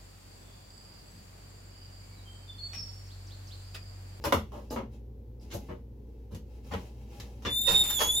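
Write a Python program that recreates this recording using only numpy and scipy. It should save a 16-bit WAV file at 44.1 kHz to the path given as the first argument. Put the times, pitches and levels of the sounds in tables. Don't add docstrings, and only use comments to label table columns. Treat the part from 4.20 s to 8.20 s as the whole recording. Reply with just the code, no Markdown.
import sys
import numpy as np
from scipy import signal
from scipy.fft import rfft, irfft
from scipy.io import wavfile

SR = 44100
rng = np.random.default_rng(int(sys.argv[2]) if len(sys.argv) > 2 else 0)


def generate_wav(sig):
    pcm = np.round(np.clip(np.atleast_2d(sig).T, -1, 1) * 32767).astype(np.int16)
    wavfile.write(sys.argv[1], SR, pcm)


N = 176400
TIME = np.arange(N) / SR
CHAIR_WET = 0.9


def from_db(db):
    return 10 ** (np.asarray(db) / 20)


def unit_rms(x):
    return x / np.sqrt(np.mean(x ** 2) + 1e-20)


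def in_time(rows):
    return np.interp(TIME, *np.transpose(rows))


def at_hz(points, hz):
    f, value = np.transpose(points)
    return np.interp(np.log(np.maximum(hz, 1)), np.log(f), value)


def pan(db):
    gains = from_db(np.array([[.5], [-.5]]) * db)
    return gains / np.sqrt(np.mean(gains ** 2, axis=0))


def drift(rate_hz):
    r = np.exp(-2 * np.pi * rate_hz / SR)
    return unit_rms(signal.lfilter([1], [1, -2 * r, r * r], rng.standard_normal(N + SR))[SR:])


def colour(x, *curves, size=8192):
    hz = np.fft.rfftfreq(size, 1 / SR)
    cepstrum = irfft(np.log(from_db(sum(at_hz(c, hz) for c in curves))))
    fold = np.r_[1, np.full(size // 2 - 1, 2), np.zeros(size // 2)]
    impulse = irfft(np.exp(rfft(cepstrum * fold)))[:size // 2]
    return signal.fftconvolve(x, impulse)[:len(x)]


def grains(per_s, size, spread_db):
    strength = from_db(spread_db * np.minimum(rng.exponential(1, size), 4)) * rng.choice([-1, 1], size)
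    return unit_rms(strength * (rng.random(size) < per_s / SR))


def ring(x, hz, t60):
    r, w = from_db(-60 / (t60 * SR)), 2 * np.pi * hz / SR
    return signal.lfilter([1, -r * np.cos(w)], [1, -2 * r * np.cos(w), r * r], x + 1e-18)


def diffuse(size):
    # (frequency [Hz], correlation [0..1])
    likeness = [(60, 1), (130, 0.95), (290, 1), (640, 0.38), (1400, 0), (3000, 0.16), (15000, 0)]
    # (frequency [Hz], left minus right [dB])
    balance = [(100, 1.2), (300, 0.5), (700, 3), (1400, -1.5), (4000, 1.5), (15000, -0.5)]
    hz = np.fft.rfftfreq(size, 1 / SR)
    alike = at_hz(likeness, hz)
    mid, side = np.exp(2j * np.pi * rng.random((2, len(hz))))
    spectra = np.sqrt(1 + alike) * mid + np.sqrt(1 - alike) * side * [[1], [-1]]
    return unit_rms(irfft(spectra * pan(at_hz(balance, hz)), size))


def room_tail(size=22050, bands=9):
    # (frequency [Hz], t60 [s])
    decay_times = [(80, 0.3), (220, 0.36), (560, 0.19), (1500, 0.2), (4000, 0.25), (12000, 0.2)]
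    t, hz = np.arange(size) / SR, np.fft.rfftfreq(size, 1 / SR)
    noise = rfft(diffuse(size))
    centres = np.geomspace(60, 15000, bands)
    tail = 0
    for centre, share in zip(centres, np.eye(bands)):
        weight = at_hz(np.c_[centres, share], hz)
        band = irfft(noise * weight, size) * from_db(-60 * t / at_hz(decay_times, centre))
        tail = tail + unit_rms(band) * np.sqrt(np.mean(weight ** 2))
    early_db, early_s = 2.5, .018
    return unit_rms(tail * from_db(early_db * np.exp(-t / early_s))) / np.sqrt(size)


def in_room(x, tail, wet):
    x = np.atleast_2d(x)
    echoes = signal.fftconvolve(x, tail, axes=1)[:, :x.shape[1]]
    return np.sqrt(1 - wet) * x + np.sqrt(wet) * echoes


def mains_hum():
    # (frequency [Hz], level [dB])
    tones = [(59.2, -46.5), (119, -59.5), (213, -64.5)]
    hum = 0
    for hz, db in tones:
        level = np.sqrt(2) * from_db(db + 0.64 * drift(rate_hz=4.4))
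        hum = hum + level * np.sin(2 * np.pi * (hz * TIME + rng.random()))
    return hum


def room_tone():
    # (frequency [Hz], gain [dB])
    spectrum = [(20, -13), (40, -0.5), (85, 5), (120, 7), (160, -12), (230, 0), (320, -7), (480, -4.5),
                (650, -24.5), (850, -21), (1200, -36.5), (2500, -39.5), (6000, -43.5), (9000, -51),
                (13000, -40), (16000, -43.5)]
    air = np.array([colour(side, spectrum)[SR:] for side in diffuse(N + SR)])
    return from_db(-51) * unit_rms(air)


def clothes():
    # (peak time [s], rise [s], fall [s], level [dB])
    brushes = [(0.014, .01, 0.044, -57), (0.40, .11, .10, -62.5), (0.734, 0.017, 0.023, -60),
               (1.23, 0.02, 0.1, -63.5), (1.44, 0.086, 0.08, -61), (1.95, 0.14, 0.16, -73.5),
               (2.345, 0.052, .05, -62.5), (2.472, 0.023, 0.11, -55.5), (2.648, 0.072, 0.034, -59),
               (2.81, 0.069, 0.028, -66.5), (2.951, 0.041, 0.088, -56.5), (3.12, 0.26, 0.31, -63)]
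    # (frequency [Hz], gain [dB])
    spectrum = [(60, -9.5), (200, 12), (500, 12.5), (900, 10), (1500, -3.5), (2700, 2), (4000, -3.5),
                (5600, -1.5), (8000, -10), (12000, -9.5), (16000, -11.5)]
    swell = 0
    for peak_s, rise_s, fall_s, db in brushes:
        width_s = np.where(TIME < peak_s, rise_s, fall_s)
        swell = swell + from_db(db) * np.exp(-((TIME - peak_s) / width_s) ** 2 / 2)
    return swell * unit_rms(colour(grains(per_s=3600, size=N, spread_db=2), spectrum))


def rolling():
    # (time [s], level [dB])
    levels = [(3.2, -96), (3.3, -65), (3.43, -55), (3.52, -33.5), (3.58, -38.5), (3.66, -46.5), (3.75, -47),
              (3.84, -43), (3.92, -49.5), (4.0, -49)]
    # (frequency [Hz], gain [dB])
    spectrum = [(30, 18), (80, 21), (200, 11), (500, 8), (1000, 7.5), (1600, 2.5), (3000, 5.5), (5500, 0),
                (8500, -4), (12500, -11), (16000, -27.5)]
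    grinding = colour(grains(per_s=1600, size=N, spread_db=4), spectrum)
    return from_db(in_time(levels)) * unit_rms(grinding)


def metal_pings():
    # (time [s], level [dB])
    ticks = [(0.040, -27), (0.503, -37), (1.198, -56), (2.446, -60)]
    # (frequency [Hz], gain [dB])
    modes = [(4850, -4), (5150, -1.5), (5550, -8)]
    clicks = np.zeros(N)
    for s, db in ticks:
        clicks[int(s * SR)] = from_db(db)
    return sum(from_db(db) * ring(clicks, hz, t60=0.013) * (-1) ** k for k, (hz, db) in enumerate(modes))


def frame_knocks(size=22050):
    # (time [s], level [dB], rise [s], chatter [s], thump [dB], clack [dB], snap [dB], fizz [dB])
    knocks = [(0.040, 18, 0.0045, 0.027, -3.5, -0.5, -2.5, 4.5),
              (0.1241, 26, 0.00022, 0.0027, -12, -1.5, -4.5, -4.5),
              (0.141, 8, .0005, 0.007, 10, -9, -16, 11.5),
              (0.320, 8.5, 0.004, 0.083, -14.5, -12.5, -11.5, -9.5),
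              (0.508, 9.5, 0.0027, 0.034, 1, -11.5, 0, 3.5), (0.562, 14, 0.0017, 0.031, -3, -4, -13.5, -16),
              (1.199, -21, .01, .035, 14, -9, 16.5, 13), (1.304, -8.5, 0.006, 0.033, 8, 13, 20, 13),
              (1.328, 5.5, 0.0096, 0.022, 7.5, -11, 2, 9.5),
              (1.488, 5.5, 0.0045, 0.029, 5, -3.5, -15.5, -21),
              (2.106, -7.5, 0.0084, 0.027, 19, -5.5, 1, 3), (2.148, -10, .0004, .006, 6, 5, 11.5, 14),
              (2.506, 6, 0.0098, 0.019, 8.5, 2.5, -1, -4), (2.538, 9.5, 0.00055, 0.0081, -1, 3, -5, -5.5),
              (3, -13.5, 0.00034, 0.0056, 17, 16, 21.5, 19), (3.223, -6, 0.0023, 0.024, -20, -2.5, 4.5, 2),
              (3.251, 9.5, .003, 0.02, 2.5, 9.5, 8.5, -4.5),
              (3.464, 15.5, 0.0086, 0.046, -18.5, 5.5, 8.5, 6), (3.63, -8.5, 0.0085, .02, 6, 19.5, 21, 11),
              (3.687, 1.5, 0.0067, 0.026, -15, 11, 13.5, 19.5), (3.784, 6, .01, 0.014, -12, 6, 13, 5),
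              (3.806, 20, 0.0035, 0.02, -28.5, 0.5, 6, 4.5)]
    colour_hz = [120, 650, 2200, 5000, 11000]
    # (frequency [Hz], gain [dB])
    shared_colour = [(35, -32), (60, -2.5), (85, 8), (140, -4.5), (230, 6.5), (380, -4), (550, -1),
                     (720, -7), (1000, -5), (1500, -11), (2300, -14), (3300, -15.5), (5000, -20),
                     (6500, -20.5), (8500, -31), (12500, -25.5), (16000, -35)]
    # (frequency [Hz], gain [dB], t60 [s])
    modes = [(84.5, -64, .16), (217.5, -58, 0.36), (366.8, -52, 0.16), (468.4, -50.5, 0.2),
             (552, -44, 0.042), (881, -36.5, 0.013), (1154, -54, 0.013), (1912, -50, .04), (2890, -40, .03)]
    first_hit, hard_rise_s = 2.2, 0.0023
    out, t = np.zeros((2, N + size)), np.arange(size) / SR
    for s, db, rise_s, chatter_s, thump, clack, snap, fizz in knocks:
        envelope = (1 - np.exp(-t / rise_s)) ** 2 * np.exp(-(t / chatter_s) ** 2)
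        blow = unit_rms(grains(per_s=1800, size=size, spread_db=1) * envelope) / np.sqrt(size)
        blow[0] += first_hit * np.exp(-rise_s / hard_rise_s)
        own_colour = np.c_[colour_hz, [thump, 0, clack, snap, fizz]]
        force = from_db(db) * colour(blow / np.linalg.norm(blow), shared_colour, own_colour)
        ringing = sum(from_db(mode_db) * ring(force, hz, t60) for hz, mode_db, t60 in modes)
        start = int(s * SR)
        out[:, start:start + size] += in_room(force + ringing, room_tail(), CHAIR_WET)
    return out[:, :N]


def bearing_squeak(tail):
    # (time [s], pitch [Hz])
    pitches = [(3.25, 3600), (3.295, 3514), (3.33, 3569), (3.40, 3600), (3.445, 3660), (3.47, 3666),
               (3.52, 3653), (3.56, 3671), (3.635, 3655), (3.665, 3558), (3.70, 3630), (3.73, 3615),
               (3.76, 3546), (3.79, 3370), (3.825, 3325), (3.87, 3360), (3.905, 3430), (3.94, 3517),
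               (3.975, 3626), (4.0, 3645)]
    # (time [s], level [dB])
    levels = [(3.245, -61), (3.27, -34.5), (3.32, -30), (3.39, -27.5), (3.44, -35.5), (3.49, -18.5),
              (3.525, -26.5), (3.555, -18), (3.62, -25), (3.645, -34), (3.72, -32), (3.87, -32.5),
              (3.905, -21.5), (3.93, -35), (3.98, -25), (4.0, -34)]
    # (time [s], left minus right [dB])
    balance = [(3.27, 5.5), (3.37, 3), (3.416, 5), (3.492, -14.0), (3.514, -10), (3.586, 4.5),
               (3.824, -6.5), (3.912, 5), (3.93, 1), (4.0, 2.0)]
    overtone_levels = [-36.5, -38.5, -39.5]
    overtone_pans = [-5, 0, 5.5]
    jitter_depth, wander_depth, left_lead_rad = 0.00442, 0.0015, 0.94
    grip_start_s, grip_build_s, grip_range_db = 3.287, 0.029, 28
    roughness = np.where(TIME < 3.3, .35, 1)
    jitter = roughness * jitter_depth * drift(rate_hz=249)
    pitch = in_time(pitches) * (1 + jitter + wander_depth * drift(rate_hz=30))
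    phase = 2 * np.pi * np.cumsum(pitch) / SR
    sounding = np.sqrt(2) * (TIME > levels[0][0])
    flutter_db = roughness * 1.8 * drift(rate_hz=49)
    whistle = sounding * from_db(in_time(levels) + flutter_db) * np.sin([phase + left_lead_rad, phase])
    out = pan(in_time(balance)) * in_room(whistle, tail, wet=.2)
    grip_db = -grip_range_db * np.exp(-np.maximum(TIME - grip_start_s, 0) / grip_build_s)
    for multiple, (db, pan_db) in enumerate(zip(overtone_levels, overtone_pans), 2):
        flutter_db = 2.8 * drift(rate_hz=33)
        overtone = sounding * from_db(db + grip_db + flutter_db) * np.sin(multiple * phase)
        out = out + pan(pan_db) * in_room(overtone, tail, wet=.7)
    return out


def scene():
    tail = room_tail()
    rubbing = in_room(clothes() + rolling(), tail, CHAIR_WET)
    pings = in_room(metal_pings(), tail, wet=.5)
    return bearing_squeak(tail) + rubbing + pings + frame_knocks() + mains_hum() + room_tone()


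def record(dry):
    return signal.sosfilt(signal.ellip(10, .1, 80, 16200, fs=SR, output="sos"), dry)


dry = scene()
out = record(dry)
generate_wav(out)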